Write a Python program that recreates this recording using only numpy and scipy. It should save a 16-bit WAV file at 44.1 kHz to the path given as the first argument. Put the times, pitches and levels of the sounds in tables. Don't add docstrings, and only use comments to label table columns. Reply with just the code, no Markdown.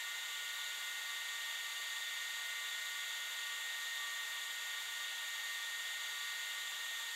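import sys
import numpy as np
from scipy import signal
from scipy.fft import rfft, irfft, next_fast_len
from scipy.io import wavfile
from scipy.ndimage import uniform_filter1d, map_coordinates

SR = 44100
rng = np.random.default_rng(int(sys.argv[2]) if len(sys.argv) > 2 else 0)


def store_wav(level_fs):
    pcm = np.round(np.clip(np.atleast_2d(level_fs), -1, 1) * 32767)
    wavfile.write(sys.argv[1], SR, pcm.T.astype(np.int16))


N = 315711
T = np.arange(N) / SR


def amp(db):
    return 10 ** (np.asarray(db) / 20)


def along(points, hz):
    f, v = np.transpose(points)
    return np.interp(np.log(hz + 1), np.log(f + 1), v)


def curves(rows):
    s, *columns = np.transpose(rows)
    return [np.interp(T, s, column) for column in columns]


def wobble(rate):
    knots = rng.standard_normal(int(N * rate / SR) + 4)
    return map_coordinates(knots, [np.arange(N) * rate / SR])


def filtered(x, response):
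    m = next_fast_len(N + 8192)
    spectrum = rfft(x, m) * response(np.fft.rfftfreq(m, 1 / SR))
    return irfft(spectrum, m)[..., :N]


def port_phases(hz):
    # (frequency [Hz], lag [radians])
    port_lag = [(600, .1), (1160, .35), (1450, .18), (1860, .03), (2070, 0.038), (8000, 0.0087)]
    return along(port_lag, hz) * np.array([[-.5], [.5]])


def hum():
    # (frequency [Hz], middle level [dB])
    hz, level_db = (178.5, -100)
    return np.sqrt(2) * amp(level_db + wobble(3)) * np.sin(2 * np.pi * hz * T)


def colour(hz):
    # (frequency [Hz], density [dB per Hz])
    broad_air = [(90, -145), (140, -140.0), (230, -111.5), (400, -102.0), (800, -91.5), (1600, -92.0),
                 (2500, -91.0), (4400, -87), (5200, -95.1), (8100, -91.1), (9500, -96.5), (10500, -98.0),
                 (13000, -98.4), (15800, -103.4)]
    # (centre [Hz], full width at 0.35 of the peak power [Hz], peak density [dB per Hz])
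    housing = [(424, 28, -99.0), (917, 61, -84.7), (1165, 55, -83), (1270, 50, -91), (1392, 65, -83.5),
               (1483, 63, -85.5), (1704, 53, -83.5), (1803, 90, -82.6), (2053, 99, -83.4),
               (2211, 95, -83.2), (2358, 84, -84.3), (2667, 139, -82.9), (2852, 108, -77.0),
               (3034, 106, -80.9), (3207, 107, -78.5), (3396, 116, -76.5), (3515, 93, -73.6),
               (3659, 97, -76.5), (3774, 127, -78.0), (3985, 180, -83.1), (4730, 33, -92.8),
               (5826, 346, -93.7), (6188, 72, -88.2), (6449, 154, -88.5), (6703, 225, -83.7),
               (7033, 270, -85.6), (7381, 378, -89.5), (8720, 522, -95.3), (11472, 644, -93.9),
               (12379, 707, -93.1)]
    skirt = 1.5
    power = amp(along(broad_air, hz)) ** 2
    for centre, width, peak_db in housing:
        detuning = 2 * (hz - centre) / width
        power = power + amp(peak_db) ** 2 / (1 + detuning ** 2) ** skirt
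    return np.sqrt(power * SR / 2)


def air(uneven_db, gust_db):
    # (frequency [Hz], density [dB per Hz])
    apart = [(100, -130), (200, -118), (400, -108), (700, -102), (1450, -100), (1800, -112), (2400, -114),
             (2850, -100), (3500, -110), (4200, -128), (6000, -122), (6750, -105), (7500, -122),
             (15800, -132)]
    z = signal.stft(rng.standard_normal((2, N)), nperseg=512)[2]
    field = uniform_filter1d(rng.standard_normal(z.shape[1:]), size=8, axis=0)
    field = uniform_filter1d(field, size=8, axis=1)
    uneven = z * amp(uneven_db * field / field.std())
    pair = signal.istft(uneven, nperseg=512)[1][:, :N]
    pair = pair * amp(gust_db * wobble(14))

    def mid_and_side(hz):
        return np.array([colour(hz), amp(along(apart, hz)) * np.sqrt(SR / 2)])

    mid, side = filtered(pair, mid_and_side)
    return np.array([mid + side, mid - side])


def echoes(x, db, count=8):
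    delays = .003 + .017 * rng.random(count)

    def response(hz):
        treble = hz ** 4 / (hz ** 4 + 4000 ** 4)
        copies = sum(np.exp(-2j * np.pi * hz * s) for s in delays)
        return 1 + amp(db) * treble * copies

    return filtered(x, response)


def narrow_band(hold_db):
    # (start [s], length [s], level [dB])
    rises = [(0.053, 0.094, -58), (0.223, 0.45, -60.5), (0.779, 0.189, -61), (1.047, 0.95, -61.5),
             (2.192, 0.05, -61), (2.346, 0.096, -59), (2.495, 0.23, -60.5), (2.853, 0.21, -59),
             (3.16, 0.087, -64), (3.345, 0.26, -60), (3.737, 0.12, -64), (3.99, 0.25, -58.5),
             (4.319, 0.076, -59), (4.435, 0.068, -64), (4.603, 0.074, -61), (4.732, 0.08, -66),
             (4.902, 0.23, -64), (5.163, 0.08, -63), (5.315, 0.35, -61), (5.824, 0.078, -64),
             (5.956, 0.11, -62), (6.125, 0.22, -61), (6.54, 0.074, -60), (6.652, 0.22, -63),
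             (6.973, 0.16, -67)]
    centre_hz, waver_hz = 1163, 5
    edge_s, floor_db = 0.036, -77.5
    risen = 0
    for start, length, level_db in rises:
        to_nearer_end = np.minimum(T - start, start + length - T)
        risen = risen + amp(level_db + hold_db) * np.clip(to_nearer_end / edge_s + .5, 0, 1)
    level = np.sqrt(2) * (amp(floor_db) + risen) * amp(2.1 * wobble(25))
    hz = centre_hz + waver_hz * wobble(8) + 4 * wobble(30)
    return level * np.sin(2 * np.pi * np.cumsum(hz) / SR + port_phases(centre_hz))


def shaft(speed_rows):
    speed = uniform_filter1d(curves(speed_rows)[0], size=SR // 10)
    return speed, 2 * np.pi * np.cumsum(speed) / SR


def tone(rotor, multiple, db, flutter_db, flutter_rate):
    speed, turn = rotor
    level = np.sqrt(2) * amp(db + flutter_db * wobble(flutter_rate))
    start_phase = 2 * np.pi * rng.random()
    return level * np.sin(multiple * turn + port_phases(multiple * speed.mean()) + start_phase)


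def fan_tones(rotor, orders):
    drift = rotor[0] - rotor[0].mean()
    return sum(tone(rotor, multiple, db + slope * drift, flutter_db=1.37, flutter_rate=7)
               for multiple, db, slope in orders)


def high_fan():
    # (time [s], speed [Hz])
    high_speed = [(0.0, 228.51), (0.55, 229.32), (1.2, 229.2), (1.65, 229.49), (2.25, 229.5), (2.65, 228.9),
                  (3.0, 229.2), (3.3, 229.06), (3.62, 229.36), (4.2, 228.71), (4.6, 229.34), (5.1, 229.19),
                  (5.65, 229.47), (6.25, 229.49), (6.8, 228.88), (7.16, 229.13)]
    # (multiple of the shaft speed, level at mean speed [dB], gain with extra speed [dB per Hz])
    high_orders = [(2, -88.3, 0), (8, -59.3, 0.7), (10, -65.5, 0), (20, -63.3, 6.9), (24, -76.1, 0),
                   (30, -66.7, 7.4), (32, -63.2, -0.7), (40, -77.5, 0), (56, -82.5, 0)]
    return fan_tones(shaft(high_speed), high_orders)


def whine(rotor):
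    loudest = {7: (4.2, .9), 9: (-1.4, 0.71), 10: (.5, 0.86)}
    # (time [s], 7th multiple [dB], 9th before its dips [dB], 10th [dB])
    swell = [(0, -58, -50, -54), (1.0, -58.5, -49.5, -53.5), (2.0, -59, -49, -53.5), (2.5, -59, -48.5, -52),
             (3.3, -59, -48.8, -54), (3.9, -60, -46.5, -53.5), (4.5, -59.5, -49, -56.5),
             (4.85, -59, -49, -55), (5.2, -58, -48.5, -56), (5.5, -59, -48, -53.5), (6.5, -59, -48.5, -53),
             (7.0, -61.5, -49, -60.5), (7.16, -59, -49.5, -53)]
    # (time [s], depth [dB])
    dips = [(.33, 3), (.76, 3), (1.72, 6), (3.32, 3.5), (4.88, 3), (6.75, 3.5)]
    dip_s = 0.035
    drift = rotor[0] - rotor[0].mean()
    seventh, ninth, tenth = curves(swell)
    ninth = ninth - sum(depth * np.exp(-((T - s) / dip_s) ** 2) for s, depth in dips)
    tones = 0
    for db, (multiple, (slope, flutter_db)) in zip((seventh, ninth, tenth), loudest.items()):
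        tones = tones + tone(rotor, multiple, db + slope * drift, flutter_db, flutter_rate=10)
    return tones


def low_fan():
    # (time [s], speed [Hz])
    low_speed = [(0.0, 206.24), (0.6, 207.11), (1.0, 206.9), (1.4, 206.02), (2.0, 206.13), (2.55, 207.0),
                 (3.15, 206.7), (3.45, 206.87), (3.85, 206.08), (4.8, 206.78), (5.4, 205.8), (5.8, 205.87),
                 (6.2, 206.96), (6.6, 206.69), (7.0, 205.83), (7.16, 205.82)]
    # (multiple of the shaft speed, level at mean speed [dB], gain with extra speed [dB per Hz])
    low_orders = [(3, -82.4, 0), (5, -74.6, 1.3), (8, -72.6, 0), (11, -65.1, 0), (12, -74.1, 0),
                  (28, -81.3, 0)]
    rotor = shaft(low_speed)
    return whine(rotor) + fan_tones(rotor, low_orders)


def scene():
    hiss = echoes(air(uneven_db=.5, gust_db=0.1), db=-28)
    return hum() + amp(0.26) * hiss + narrow_band(hold_db=-2) + high_fan() + low_fan()


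def record(dry):
    bass_hz, top_hz = 150, 15760
    return filtered(dry, lambda hz: (hz < top_hz) * hz ** 4 / (hz ** 4 + bass_hz ** 4))


dry = scene()
out = record(dry)
store_wav(out)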